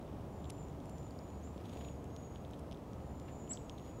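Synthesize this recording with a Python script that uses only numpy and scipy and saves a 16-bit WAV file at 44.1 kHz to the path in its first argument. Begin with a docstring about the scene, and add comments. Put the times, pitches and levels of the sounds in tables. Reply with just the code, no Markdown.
"""At a woodland edge, a squirrel eats seeds from a plastic dish. Husks snap and tick, shells split
with a tiny squeak and teeth rasp; paws brush dry grass and the body bumps softly on the ground.
Small birds whistle thin, high notes that rise and fall, one chips far off and one close by,
and the trunks scatter their calls. Under it all lie a distant rumble, a faint hum and a soft hiss."""
import sys
import numpy as np
from scipy import signal
from scipy.fft import rfft, irfft, next_fast_len
from scipy.io import wavfile
from scipy.ndimage import map_coordinates

SR = 44100
rng = np.random.default_rng(int(sys.argv[2]) if len(sys.argv) > 2 else 0)


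def persist_wave(psi):
    """Save psi, clipped to +-1, as 16-bit WAV."""
    counts = np.round(np.clip(psi, -1, 1) * 32767).astype(np.int16)
    wavfile.write(sys.argv[1], SR, np.atleast_2d(counts).T)


N = 176400  # 4 seconds

# Husks snapping and teeth clicking as they gnaw. Each row: start in seconds, level in dB, pitch in Hz,
# brightness in dB.
BITE_TICKS = [(.4436, -46.5, 3400, -5), (.4549, -50, 3500, -12), (.494, -55, 3400, 1),
              (.6852, -57, 3390, 4), (0.8025, -54, 3470, 0), (.983, -57, 3400, 11),
              (1.1085, -52.5, 4600, -2), (1.1896, -47.5, 4930, -7), (1.579, -52.5, 3220, 0),
              (1.6563, -47.5, 3520, -6), (1.697, -57, 3450, 4), (1.756, -53, 2680, -1),
              (1.772, -49, 2540, -7), (1.811, -45, 3140, -9), (1.8485, -48, 2690, -12),
              (1.886, -48, 2920, -8), (2.043, -63, 3950, 17), (2.164, -46, 3360, 4.5),
              (2.359, -45.5, 3160, -9), (2.4495, -48.5, 3380, -9), (2.511, -61.5, 4000, 12),
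              (2.5346, -48.5, 3300, -6), (2.713, -45.5, 3330, -3), (2.7223, -45.5, 3070, -1),
              (2.728, -48, 3080, 0), (2.746, -52, 3580, -9), (2.9332, -54, 3280, 6),
              (3.199, -53.5, 3460, 8), (3.4767, -53, 3000, -7), (3.5732, -42.5, 3300, -12),
              (3.6965, -38.5, 3220, -2), (3.78, -50.5, 3600, -6), (3.784, -49, 3640, -1),
              (3.797, -51, 3130, -4)]
# The tones a husk rings with. Each row: multiple of the pitch, level in dB, fade time in seconds.
# A tick's brightness then shifts the upper tones' levels and all the fade times.
HUSK_TONES = [(1, -1, 0.00022), (1.75, -5, 0.00015), (2.7, -8, 0.000058)]


def bite_ticks(crumb_count=64, crumbs_per_s=15):
    """A snapping husk or clicking tooth rings for a few cycles; sharper bites are shorter and wake its upper
    tones."""
    t, out = np.arange(SR // 40) / SR, np.zeros(N + SR)
    crumbs = []  # fainter ticks at random times
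    for place, (loud, high, sharp) in zip(rng.random(crumb_count), rng.standard_normal((crumb_count, 3))):
        start = place * crumb_count / crumbs_per_s % (N / SR)
        crumbs.append((start, -61.5 + 1.5 * loud, 3300 * np.exp(0.092 * high), 3 * sharp - 4))
    for start, db, hz, bright_db in BITE_TICKS + crumbs:
        age = t * np.exp(bright_db / 57)  # brighter ticks die sooner
        ring = np.zeros(len(t))
        for k, (ratio, tone_db, fade_s) in enumerate(HUSK_TONES):
            gain = amp(tone_db + bright_db * (k > 0))
            envelope = (age / fade_s / 2) ** 2 * np.exp(2 - age / fade_s)
            ring += gain * envelope * np.sin(2 * np.pi * (hz * ratio * t + rng.random()))
        scatter = rng.standard_normal(len(t)) * np.exp(-t / .003)  # a short, noisy tail
        tail = np.convolve(ring, scatter / np.linalg.norm(scatter))[:len(t)]
        out[int(start * SR):][:len(t)] += amp(db) * (ring + .225 * tail)
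    return out[:N]


# Shells splitting. Each row: start in seconds, length in seconds, level in dB.
SHELL_CRACKS = [(.499, 0.0071, -50.5), (.8555, .003, -64), (0.894, 0.005, -62.5), (2.591, 0.0068, -65)]
# A crack's colour (how strong its lows and highs are). Each row: frequency in Hz, boost or cut in dB.
CRACK_COLOUR = [(1200, -23), (2600, 4), (4300, 0.5), (7500, 0.5), (10300, 2.5), (12000, -8.5), (15500, -31)]


def shell_cracks(slip_hz=3220, slowing_s=0.0103, grit_db=-9):
    """A shell splits in a few milliseconds of rapid, slowing slips: a tiny falling squeak."""
    t, out = clock(), np.zeros(N)
    for start, length, db in SHELL_CRACKS:
        age = np.clip(t - start, 0, length)
        slip_rate = slip_hz * np.exp(-age / slowing_s) * (1 + .04 * wobble(900))
        phase = 2 * np.pi * np.cumsum(slip_rate) / SR
        slips = unit(sum(np.cos(k * phase) for k in range(1, 8)))  # one sharp pulse per slip
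        grit = amp(grit_db) * rng.standard_normal(N)
        out += amp(db) * gate(start, start + length, 0.0012) * (slips + grit)
    return np.std(out) * coloured(out, CRACK_COLOUR)


# Strokes of the teeth. Each row: loudest moment in seconds, level in dB.
TOOTH_STROKES = [(1.657, -59), (1.696, -62), (1.731, -61), (1.773, -60), (1.812, -62), (1.849, -62.5),
                 (1.886, -66), (2.54, -62)]
# The colour of gnawing. Each row: frequency in Hz, boost or cut in dB.
TOOTH_COLOUR = [(1500, -2.5), (2100, -3.5), (3000, 0.5), (3700, 5.5), (4500, -10), (7000, -10.5),
                (11000, -17.5), (15500, -26)]


def gnawing():
    """Teeth rasp across a seed in quick, gritty strokes."""
    return strokes(TOOTH_STROKES, rise_s=0.0064, fall_s=0.0071) * gritty_noise(TOOTH_COLOUR)


# How loud the grass is over time. Each row: time in seconds, level in dB.
GRASS_LEVELS = [(1.5, -78), (1.65, -72), (1.78, -69), (1.88, -70), (1.97, -82), (3.2, -79), (3.8, -79),
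                (3.88, -68.5), (3.94, -79)]
# The colour of dry grass. Each row: frequency in Hz, boost or cut in dB.
GRASS_COLOUR = [(1500, -4.5), (3200, 2), (4500, -5), (8000, -9), (15500, -13)]


def grass_rustle():
    """Dry grass rustles with a faint, grainy sound that swells and fades."""
    return amp(follow(GRASS_LEVELS)) * gritty_noise(GRASS_COLOUR)


# Strokes of the paws. Each row: loudest moment in seconds, level in dB.
PAW_STROKES = [(1.602, -65), (1.812, -61.5), (3.285, -58), (3.511, -56.5)]
# The colour of brushed stalks. Each row: frequency in Hz, boost or cut in dB.
PAW_COLOUR = [(800, -0.5), (2300, 1.5), (3300, -4), (5000, -13), (12000, -42)]


def paw_brushes():
    """Paws brush dry stalks in soft, short swishes."""
    return strokes(PAW_STROKES, rise_s=.005, fall_s=0.015) * noise(PAW_COLOUR)


# Soft bumps as the squirrel sits up. Each row: start in seconds, strength of the push in dB.
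BODY_BUMPS = [(1.561, -30), (1.762, -31), (1.809, -32)]


def body_bumps(hz=290, fade_s=0.0023):
    """Each shift of weight gives the ground one dull push that dies away at once."""
    out = np.zeros(N)
    for start, db in BODY_BUMPS:
        age = np.maximum(clock() - start, 0)
        phase = 2 * np.pi * hz * age
        envelope = (1 - np.exp(-phase)) * np.exp(-age / fade_s)
        out -= amp(db) * envelope * np.sin(phase)
    return out


# The colour of a body settling on turf. Each row: frequency in Hz, boost or cut in dB.
SHUFFLE_COLOUR = [(130, 0), (300, 4), (700, -5), (1300, -26)]


def shuffle(loudest_s=1.78, width_s=0.072, db=-53.5):
    """A brief, dull swell as the squirrel settles on its haunches."""
    swell = np.exp(-((clock() - loudest_s) / width_s) ** 2 / 2)
    return amp(db) * swell * noise(SHUFFLE_COLOUR)


# Thin bird whistles. Each row: start, highest point and end in seconds, the pitch at those three
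# times in Hz, loudest moment in seconds, level there in dB, drop from there to the end in dB.
BIRD_WHISTLES = [(.24, .52, .69, 6850, 7200, 6880, .6, -68.5, 9),
                 (.74, .91, 1.09, 6550, 7170, 6900, 1.02, -70, 7),
                 (1.07, 1.24, 1.4, 6400, 6990, 6850, 1.24, -71, 8),
                 (1.61, 1.82, 1.93, 6330, 6910, 6700, 1.88, -64, 8),
                 (2.02, 2.21, 2.385, 6350, 6710, 6680, 2.18, -68.5, 4),
                 (2.8, 3.52, 3.6, 6800, 7190, 7100, 3.42, -70.5, 10),
                 (3.26, 3.5, 3.77, 6720, 6910, 6540, 3.35, -71.5, 5),
                 (3.7, 3.9, 4.1, 6350, 6880, 6760, 3.86, -70.5, 5)]


def bird_whistles(swell_db=16.5, fade_in_s=0.092, waver_hz=34.4, flutter_db=1):
    """Each whistle rises and falls in pitch while it comes in softly, swells, sinks and stops."""
    t, out = clock(), np.zeros(N)
    for start, crest, end, start_hz, top_hz, end_hz, loudest, db, fall_db in BIRD_WHISTLES:
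        from_crest = np.interp(t, [start, crest, end], [1, 0, 1])
        low_hz = np.where(t < crest, start_hz, end_hz)
        hz = top_hz + (low_hz - top_hz) * from_crest ** 1.7
        level = db - np.interp(t, [start, loudest, end], [swell_db, 0, fall_db])
        envelope = np.clip((t - start) / fade_in_s, 0, 1) * gate(start, end, 0.016)
        out += envelope * bird_tone(hz + waver_hz * wobble(70), level + flutter_db * wobble(45))
    return out


# The path of one far chip and one near chip. Each row: time in seconds, pitch in Hz, level in dB.
FAR_CHIP = [(1.425, 6250, -75), (1.438, 6850, -65), (1.455, 7260, -66.5), (1.475, 7320, -74),
            (1.5, 7300, -78)]
NEAR_CHIP = [(3.491, 6800, -64), (3.497, 7320, -51), (3.515, 7670, -40.5), (3.528, 7930, -46),
             (3.532, 7400, -44.5), (3.5355, 5500, -50), (3.539, 4530, -58), (3.543, 4400, -66)]


def bird_chip(rows):
    """A bird sweeps its pitch quickly through one very short call."""
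    times, hz, db = np.transpose(rows)
    note = bird_tone(np.interp(clock(), times, hz), np.interp(clock(), times, db))
    return gate(times[0], times[-1], 0.0018) * note


def bird_tone(hz, db, overtone_db=-50):
    """A bird's nearly pure note, with a faint overtone an octave up."""
    phase = 2 * np.pi * np.cumsum(hz) / SR
    return np.sqrt(2) * amp(db) * (np.sin(phase) + amp(overtone_db) * np.sin(2 * phase))


def tree_echo(x, ring_s=0.44, delay_s=.02):
    """The trees send back a blurred echo that fades by 60 dB in ring_s."""
    t = np.arange(SR) / SR
    tail = rng.standard_normal(SR) * amp(-60 * t / ring_s) * (t > delay_s)
    return signal.fftconvolve(x, tail / np.linalg.norm(tail))[:N]


def trunk_echoes(x, count=160, spread_s=.036):
    """Many weak, early echoes bounce off the ground and near trunks, the later ones fainter."""
    lateness, strength = rng.uniform(.12, 1, count), rng.standard_normal(count)
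    echoes = np.bincount((lateness * spread_s * SR).astype(int), strength * np.exp(-lateness))
    return signal.fftconvolve(x, unit(echoes) / np.sqrt(len(echoes)))[:N]


# The tones of the hum. Each row: pitch in Hz, level in dB, speed of its wavering in Hz.
HUM_TONES = [(72.9, -57.5, 8), (288.6, -61.5, 6), (1276, -79, 6.3)]
# The slow drift of the rumble. Each row: time in seconds, level in dB.
RUMBLE_LEVELS = [(0, -47), (.55, -46.5), (1.35, -48), (2.2, -47.5), (3.2, -47.5), (4, -48)]
# The colours of the rumble and the hiss. Each row: frequency in Hz, boost or cut in dB.
RUMBLE_COLOUR = [(20, -31), (38, -11.5), (52, -7), (66, -1.5), (90, -3), (135, -2.5), (200, -5.5),
                 (400, -11), (650, -13.5), (950, -19), (1300, -27), (1700, -40)]
HISS_COLOUR = [(1000, -6), (1600, 4), (3400, -5), (4500, -7), (6500, -7), (9000, -11.5), (15500, -13.5)]


def background(drift_db=0.22, hiss_db=-70.5):
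    """A low, distant rumble drifts in level beside a wavering hum and a soft hiss."""
    hum = np.zeros(N)
    for hz, db, waver_hz in HUM_TONES:
        waver = wobble(waver_hz) + 1j * wobble(waver_hz)  # unsteady in both level and pitch
        hum += amp(db) * unit(np.real(waver * np.exp(2j * np.pi * hz * clock())))
    rumble = amp(follow(RUMBLE_LEVELS) - drift_db * wobble(2.43)) * noise(RUMBLE_COLOUR)
    return rumble + hum + amp(hiss_db) * noise(HISS_COLOUR)


def amp(db):
    """Turn decibels into a number to multiply by."""
    return 10 ** (np.asarray(db) / 20)


def unit(x):
    """Scale x to an average (rms) level of 1."""
    return x / np.sqrt(np.mean(x ** 2) + 1e-20)


def clock():
    """The time of every sample, in seconds."""
    return np.arange(N) / SR


def follow(rows):
    """Join (time, value) points with straight lines."""
    return np.interp(clock(), *np.transpose(rows))


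def wobble(rate):
    """A smooth curve through `rate` random points a second."""
    return map_coordinates(rng.standard_normal(4000), [clock() * rate], mode="wrap")


def gate(start, end, edge_s):
    """On between start and end, with soft edges."""
    t = clock()
    return np.sin(np.pi / 2 * np.clip(np.minimum(t - start, end - t) / edge_s + .5, 0, 1)) ** 2


def strokes(rows, rise_s, fall_s):
    """The loudness of a series of quick strokes, each rising to a peak and fading."""
    t = clock()
    return sum(amp(db) * np.exp(-np.maximum((peak - t) / rise_s, (t - peak) / fall_s)) for peak, db in rows)


def filtered(x, gain):
    """Turn each frequency in x up or down by gain(hz)."""
    size = next_fast_len(N + 8192)
    return irfft(rfft(x, size) * gain(np.fft.rfftfreq(size, 1 / SR)), size)[:N]


def coloured(x, colour):
    """Shape x with a colour table, fading out beyond its ends; the result has level 1."""
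    points_hz, db = np.transpose(colour)

    def gain(hz):
        high_cut = 1 / (1 + (hz / points_hz[-1] / 2) ** 6)
        low_cut = 1 / (1 + (points_hz[0] / 2 / (hz + 1)) ** 4)
        return high_cut * low_cut * amp(np.interp(np.log(hz + 1), np.log(points_hz), db))
    return unit(filtered(x, gain))


def noise(colour):
    """Steady noise of the given colour."""
    return coloured(rng.standard_normal(N), colour)


def gritty_noise(colour, grain_db=5):
    """Noise whose level flickers so fast that it sounds grainy."""
    return unit(noise(colour) * amp(grain_db * np.clip(wobble(900), -2, 2)))


def scene():
    """Far birds echo a lot, the near bird less and the squirrel not at all."""
    backdrop = background()
    far, near = bird_whistles() + bird_chip(FAR_CHIP), bird_chip(NEAR_CHIP)
    echoes = amp(-5) * tree_echo(far) + amp(-18) * tree_echo(near) + amp(-8) * trunk_echoes(near + far)
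    eating = bite_ticks() + shell_cracks() + gnawing()
    moving = grass_rustle() + paw_brushes() + body_bumps() + shuffle()
    return (eating + moving + far + near + echoes + backdrop)[None]


def record(dry, top_hz=15780):
    """Cut away the very highest treble, above top_hz."""
    return filtered(dry[0], lambda hz: hz < top_hz)[None]


dry = scene()
out = record(dry)
persist_wave(out)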